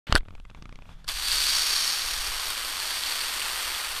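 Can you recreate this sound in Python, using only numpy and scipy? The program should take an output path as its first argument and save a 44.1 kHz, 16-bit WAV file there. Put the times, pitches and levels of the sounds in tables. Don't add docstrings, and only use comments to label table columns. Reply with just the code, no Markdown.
import sys
import numpy as np
from scipy import signal
from scipy.fft import rfft, irfft, next_fast_len
from scipy.io import wavfile
from scipy.ndimage import uniform_filter1d

SR = 44100
rng = np.random.default_rng(int(sys.argv[2]) if len(sys.argv) > 2 else 0)


def to_linear_factor(level_db):
    exponent = np.asarray(level_db, float) / 20
    return 10 ** exponent


def output_pcm(signal):
    pcm = np.clip(np.atleast_2d(signal).T, -1, 1) * 32767
    wavfile.write(sys.argv[1], SR, np.round(pcm).astype(np.int16))


N = 176400

# [t/s, peak level/dB, chatter time/s, top f/Hz, cap ring level/dB, thud level/dB]
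SNAPS = [
    (.1249, -5, .0004, 4200, -20, 5),
    (.1257, -8, .0007, 3800, -16, 2),
    (.1465, -30, .0015, 9000, -8, 0),
    (.1533, -2.5, .0005, 12000, -6, -8),
    (.16, -14, .0005, 9000, 5, 3),
    (.1611, -15, .0007, 4000, 6, 5),
    (.1652, -22, .0005, 10000, 0, -3),
    (1.0435, -39, .003, 6000, -5, -6),
]
# [f/Hz, width/Hz, level/dB]
SNAP_RING = [(2970, 440, -4.5), (3660, 460, -1.5), (4390, 510, 0.5), (7650, 1000, -6.5), (9600, 900, -7.5),
             (12600, 1400, -16)]
# [f/Hz, width/Hz, level/dB]
STEM_KNOCK = [(690, 370, 2), (1190, 300, -6.5)]
# [f/Hz, width/Hz, level/dB]
CAP_RING = [(1474, 220, 14), (1614, 61, -6)]
# [t/s, length/s, height from -1 to 1]
THUMB_PUSHES = [
    (0.098, 0.0021, -0.12),
    (0.1254, 0.0016, .12),
    (0.1292, 0.0069, 0.19),
    (0.133, 0.0047, -0.11),
    (.142, 0.01, -0.06),
    (0.1496, 0.0011, 0.28),
    (0.1525, 0.0019, 0.15),
    (0.156, 0.008, -0.16),
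    (0.174, 0.017, 0.1),
    (0.197, 0.012, -0.093),
]
# [t/s, level/dB]
SCRAPE_LEVEL = [(.15, -80), (.163, -50), (.167, -35), (.174, -29.5), (.181, -32.5), (.188, -56),
                (.191, -78)]
# [f/Hz, width/Hz, level/dB]
SCRAPE_RING = [(1540, 200, 10), (3380, 340, 10), (4180, 290, -23.5), (6000, 400, -20), (7500, 1200, -9),
               (9400, 1300, -26.5), (12900, 2500, -28)]
# [t/s, level/dB]
RUB_LEVEL = [(.069, -40), (.09, -42.5), (.12, -39.5), (.145, -40), (.162, -36), (.181, -36), (.19, -54),
             (.215, -73), (.24, -76)]
# [f/Hz, level per Hz/dB]
RUB_COLOUR = [(200, -7), (500, -5.5), (1200, -5.5), (4200, -14), (5200, -23), (9000, -32.5), (15000, -34)]
# [f/Hz, width/Hz, level/dB]
RUB_RING = [(1540, 280, -12), (3350, 1600, -6), (8100, 1200, -6)]
# [t/s, level/dB]
GRIP_LEVEL = [(.21, -32), (.26, -42), (.6, -43), (1.04, -49), (1.09, -35.5), (1.2, -41.5), (1.25, -46),
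              (1.32, -38.5), (1.4, -41.5), (1.95, -49.5), (2.05, -41.5), (2.36, -40.5), (2.43, -49),
              (2.49, -42), (2.56, -47), (3.68, -49), (3.74, -45), (3.8, -50.5), (4, -45)]
# [f/Hz, level per Hz/dB]
GRIP_COLOUR = [(6, -4), (12, -3.5), (35, -6.5), (65, -16), (110, -25), (200, -66)]
# [t/s, level/dB]
PALM_LEVEL = [(.5, -75), (.62, -61), (.82, -64), (.92, -76)]
# [t/s, level/dB]
AIR_LEVEL = [(.07, -65), (.45, -60), (.65, -56), (.84, -58), (.87, -56), (.92, -55), (.95, -56), (1.3, -73)]
# [f/Hz, level per Hz/dB]
AIR_COLOUR = [(45, -37), (80, -2), (130, 2), (220, -7.5), (340, -21), (1300, -18), (4000, -32),
              (12500, -44.5)]
# [f/Hz, width/Hz, level/dB]
AIR_BANDS = [(3450, 250, 8), (5500, 2500, -6)]
# [t/s, level/dB]
HISS_LEVEL = [(.2, -84), (.6, -75), (.84, -70), (.88, -63), (.92, -68), (1, -71)]
# [t/s, peak level/dB, crispness level/dB, push level/dB]
SLIPS = [(.207, -38, -17, -39), (0.22, -54, -18, -46), (0.232, -50, -15, -39), (0.253, -43, -16, -54),
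         (.259, -46, -12, -40), (0.2816, -49, -19, -44), (0.285, -31.5, -11, -34), (0.307, -37, -9, -37),
         (.327, -52, -12, -42), (0.338, -55, -18, -40), (0.352, -31.5, -6.5, -59), (0.38, -44, -26, -50),
         (.400, -34, -5, -38), (0.452, -36, -4, -42), (.499, -34.5, -19, -51), (0.503, -38.5, 6, -45),
         (.513, -45, -15, -39), (0.548, -35, -5, -39), (.554, -42, -16, -59), (0.575, -42, -8, -40),
         (0.588, -51, -18, -41), (.624, -29, 0.5, -31.5), (0.656, -30.5, -4, -35), (0.693, -32.5, -4, -37),
         (0.726, -31, -3, -35), (.757, -34, -2.5, -40), (0.789, -35, -8, -38.5), (0.822, -36.5, -8, -45),
         (0.856, -39, -23, -48), (.892, -35.5, -31, -42)]
# [f/Hz, width/Hz, level/dB]
SLIP_RING = [(620, 600, 5), (1160, 400, 4.5), (2290, 380, 8.5), (2920, 460, -19), (4400, 590, -29),
             (6740, 1200, -28)]
# [t/s, level/dB, pressure from 0 to 1]
JET = [(1.068, -51, 0.4), (1.077, -47, 0.7), (1.08, -27, 0.57), (1.095, -30, 0.06), (1.13, -32.5, 0.66),
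       (1.2, -29.5, 0.61), (1.32, -23.5, 0.75), (1.5, -22.5, 0.75), (1.68, -24.5, 0.6), (1.88, -26, 0.54),
       (2.0, -28.5, 0.43), (2.3, -30.5, 0.24), (2.7, -31, 0.16), (2.9, -29, 0.35), (3.2, -28, 0.27),
       (3.35, -30, 0.17), (3.6, -29.5, 0.1), (4, -32.5, 0.06)]
# [f/Hz, level per Hz/dB]
SOFT_COLOUR = [(88, -34), (150, -21.5), (664, -9.5), (1100, -2), (4500, -5), (6250, -12.5), (9020, -13),
               (13300, -19), (15200, -26)]
# [f/Hz, level per Hz/dB]
HARD_COLOUR = [(88, -52), (150, -21), (627, -25.5), (1230, -9.5), (2880, -5.5), (4590, 2.5), (5050, -4.5),
               (10700, -14.5), (15200, -25)]
# [f/Hz, width/Hz, level/dB]
SHELL_RING = [(1230, 80, -27), (1600, 50, -22), (3330, 780, -9), (4560, 186, -1), (5800, 390, -8),
              (8820, 1100, 2), (11400, 430, -6), (12970, 1450, 2.5), (15200, 410, -1)]
# [f/Hz, width/Hz, level/dB]
PRESSURE_RING = [(4720, 200, 0.5), (1550, 38, 2)]
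# [f/Hz, width/Hz, level/dB]
RIM_RING = [(5560, 360, 8), (6500, 260, 5), (10800, 600, 5)]
# [t/s, level/dB]
RIM_LEVEL = [(1.07, -20), (1.3, -21), (1.55, -1), (1.8, 5.5), (2, 5.5), (2.2, 5), (2.5, 0), (4, -11)]
# [t/s, peak level/dB, pitch f/Hz]
SINGLE_DROPS = [(1.089, -11.0, 4520), (1.0965, -17.0, 3400), (1.317, -10.0, 4630), (1.405, -13.0, 4840),
                (1.4168, -10.0, 4480), (1.4911, -9.0, 4370), (1.4951, -10.0, 4540), (1.765, -10.0, 4330),
                (1.8771, -10.0, 4540), (1.9019, -11.0, 4370), (2.0197, -14.0, 4260), (2.266, -17.0, 4590),
                (2.3663, -17.0, 4370), (2.3982, -16.0, 4520), (2.458, -18.0, 5600), (2.4867, -16.0, 13070),
                (2.5032, -15.0, 12960), (2.8011, -17.0, 4460), (2.877, -16.0, 4500), (3.0364, -15.0, 4330),
                (3.1215, -16.0, 4350), (3.2133, -16.0, 4520), (3.4176, -15.0, 2820), (3.7488, -18.0, 3340),
                (3.9641, -19.0, 3320),
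                (1.079, -22, 4440),
    (1.0885, -22, 8800),
    (1.117, -18, 8800),
    (2.4865, -22, 9500),
    (2.5032, -19, 8600),
    (2.5032, -21, 10800),
    (2.5245, -24, 13000),
]
# [from t/s, to t/s]
TOP_OPEN = [(0, .19), (.31, .385), (.56, .63), (.77, .815), (.835, 1.03), (1.04, 1.05), (1.068, 5)]


def evened(x):
    return x / np.sqrt(np.mean(x ** 2) + 1e-20)


def curve(rows, col):
    rows = np.array(rows)
    return np.interp(np.arange(N) / SR, rows[:, 0], rows[:, col])


def add(mix, s, sound):
    part = mix[round(s * SR):][:len(sound)]
    part += sound[:len(part)]


def colour(x, points):
    size = next_fast_len(len(x) + 4096)
    f, db = np.transpose(points)
    hz = np.fft.rfftfreq(size, 1 / SR)
    gain = to_linear_factor(np.interp(np.log(hz + 1), np.log(f + 1), db))
    return irfft(rfft(x, size) * gain, size)[:len(x)]


def filtered(x, order, hz, kind="low"):
    return signal.sosfilt(signal.butter(order, hz, kind, fs=SR, output="sos"), x)


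def body(x, modes, shift=1):
    out = 0
    for hz, width, db in modes:
        ring = signal.iirpeak(min(hz * shift, SR / 2.2), hz / abs(width), SR)
        out = out + to_linear_factor(db) * signal.lfilter(*ring, x)
    return out


def wander(hz):
    slow = signal.butter(2, hz, fs=SR, output="sos")
    return evened(signal.sosfiltfilt(slow, rng.standard_normal(N)))


def burst(decay_s, noise, chatter):
    x = chatter * noise * np.exp(-np.arange(len(noise)) / SR / abs(decay_s))
    x[:2] = 1
    return x


def button():
    out = np.zeros(N)
    t = np.arange(N // 8) / SR
    noises = rng.standard_normal((len(SNAPS), 1500))
    for (s, db, chatter_s, top_hz, cap_db, thud_db), noise in zip(SNAPS, noises):
        tick = filtered(burst(chatter_s, noise, chatter=0.63), 2, top_hz)
        tick = filtered(tick, 6, 13300)
        snap = body(tick, SNAP_RING) + to_linear_factor(thud_db) * body(tick, STEM_KNOCK)
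        cap = body(tick, CAP_RING)
        add(out, s, to_linear_factor(db) * (snap / abs(snap).max() + to_linear_factor(cap_db) * cap / abs(cap).max()))
    for s, length_s, height in THUMB_PUSHES:
        add(out, 0, height * np.exp(-(2 * (t - s) / length_s) ** 2 / 2))
    grains = rng.standard_normal(N) * to_linear_factor(2 * wander(300))
    scrape = evened(body(grains[::-1], SCRAPE_RING))
    rub = evened(colour(grains + body(grains, RUB_RING), RUB_COLOUR))
    return out + to_linear_factor(curve(SCRAPE_LEVEL, 1)) * scrape + to_linear_factor(curve(RUB_LEVEL, 1)) * rub


def grip():
    held = np.clip((np.arange(N) / SR - 0.2) / 0.069, .12, 1)
    drag = evened(filtered(rng.standard_normal(N), 2, [110, 300], "band"))
    level = held * to_linear_factor(curve(GRIP_LEVEL, 1) + 0.74 * wander(2.2))
    rumble = evened(colour(rng.standard_normal(N), GRIP_COLOUR))
    return to_linear_factor(curve(PALM_LEVEL, 1)) * drag + level * rumble


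def air():
    rustles_per_s = 150
    rustle = to_linear_factor(1.7 * np.minimum(rng.exponential(1, N), 2)) * (rng.random(N) < rustles_per_s / SR)
    x = rng.standard_normal(N) + 2.2 * rustle
    wash = evened(colour(filtered(x + body(x, AIR_BANDS), 8, 12500), AIR_COLOUR))
    hiss = filtered(rng.standard_normal(N), 4, [2500, 14800], "band")
    hiss = colour(hiss, [(3000, 3), (15000, -12)])
    return to_linear_factor(curve(HISS_LEVEL, 1)) * hiss + to_linear_factor(curve(AIR_LEVEL, 1) + 3.6 * wander(16)) * wash


def creak():
    tick_s, tail_s, push_s = 0.0013, 0.0019, 0.0028
    tick_db, tail_db, dull_hz = -1.5, -10.5, 2480
    out = np.zeros(N)
    t = np.arange(1500) / SR
    noises = rng.standard_normal((len(SLIPS), 1500))
    for (s, db, crisp_db, push_db), noise in zip(SLIPS, noises):
        tail = to_linear_factor(tail_db) * noise[::-1] * np.exp(-t / tail_s)
        tick = burst(tick_s, noise, chatter=0.15) + tail
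        x = filtered(body(tick, SLIP_RING, shift=1 + .07 * noise[-1]), 3, 7500)
        dull = filtered(x, 2, dull_hz)
        x = dull + to_linear_factor(crisp_db) * (x - dull)
        u = t / push_s
        push = np.minimum(u * 8, 1) * np.exp(-u * u)
        add(out, s, -to_linear_factor(db + tick_db) * x / abs(x).max() - to_linear_factor(push_db) * push)
    return out


def splat(x):
    spread_s = .0012
    hz = np.fft.rfftfreq(len(x), 1 / SR)
    delay = spread_s * (1 + np.sin(hz / 410) * np.cos(hz / 1130))
    return irfft(rfft(x) * np.exp(-2j * np.pi * np.cumsum(delay) * hz[1]), len(x))


def jet():
    start_s, drops_per_s, spread_db, mist = 1.0685, 5000, 2.5, 0.46
    size = to_linear_factor(spread_db * np.minimum(rng.exponential(1, N), 5)) * (rng.random(N) < drops_per_s / SR)
    hits = evened(splat(size * rng.choice([-1., 1.], N))) + mist * rng.standard_normal(N)
    hits *= to_linear_factor(1.11 * wander(210) + 0.09 * wander(38))
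    drum = hits + body(hits, SHELL_RING)
    rim = to_linear_factor(curve(RIM_LEVEL, 1)) * body(hits, RIM_RING)
    hard = evened(colour(drum + body(hits, PRESSURE_RING) + rim, HARD_COLOUR))
    soft = evened(colour(drum, SOFT_COLOUR))
    p = np.clip(curve(JET, 2), 0, 1.3)
    blend = (p * hard + (1 - p) * soft) / np.sqrt(p ** 2 + (1 - p) ** 2 + 2.95 * p * (1 - p))
    out = to_linear_factor(curve(JET, 1)) * blend * (np.arange(N) > start_s * SR)
    t = np.arange(300) / SR
    for s, db, hz in SINGLE_DROPS:
        fade = np.minimum(t / 0.00011, 1) * np.exp(-t * hz / 2.6)
        add(out, s, to_linear_factor(db + 1) * fade * np.sin(2 * np.pi * hz * t))
    return out


def scene():
    return (button() + grip() + air() + creak() + jet())[None]


def low_pass(x):
    return signal.sosfilt(signal.butter(12, 15950, fs=SR, output="sos"), x)


def record(dry):
    start_s, edge_hz, ceiling = .0685, 15300, .97
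    t = np.arange(N) / SR
    gate = np.clip((t - start_s) / 0.0011, 0, 1)
    shut = signal.sosfiltfilt(signal.butter(16, 12900, fs=SR, output="sos"), dry)
    is_open = 1. * sum((t > a) & (t < b) for a, b in TOP_OPEN)
    wide = uniform_filter1d(is_open, size=200)
    mix = np.clip((shut + wide * (dry - shut)) * gate, -ceiling, ceiling)
    top = signal.firwin(801, edge_hz, window=("kaiser", 3.5), fs=SR)
    mix = signal.oaconvolve(mix, top[None], "same")
    return low_pass(mix)


dry = scene()
out = record(dry)
output_pcm(out)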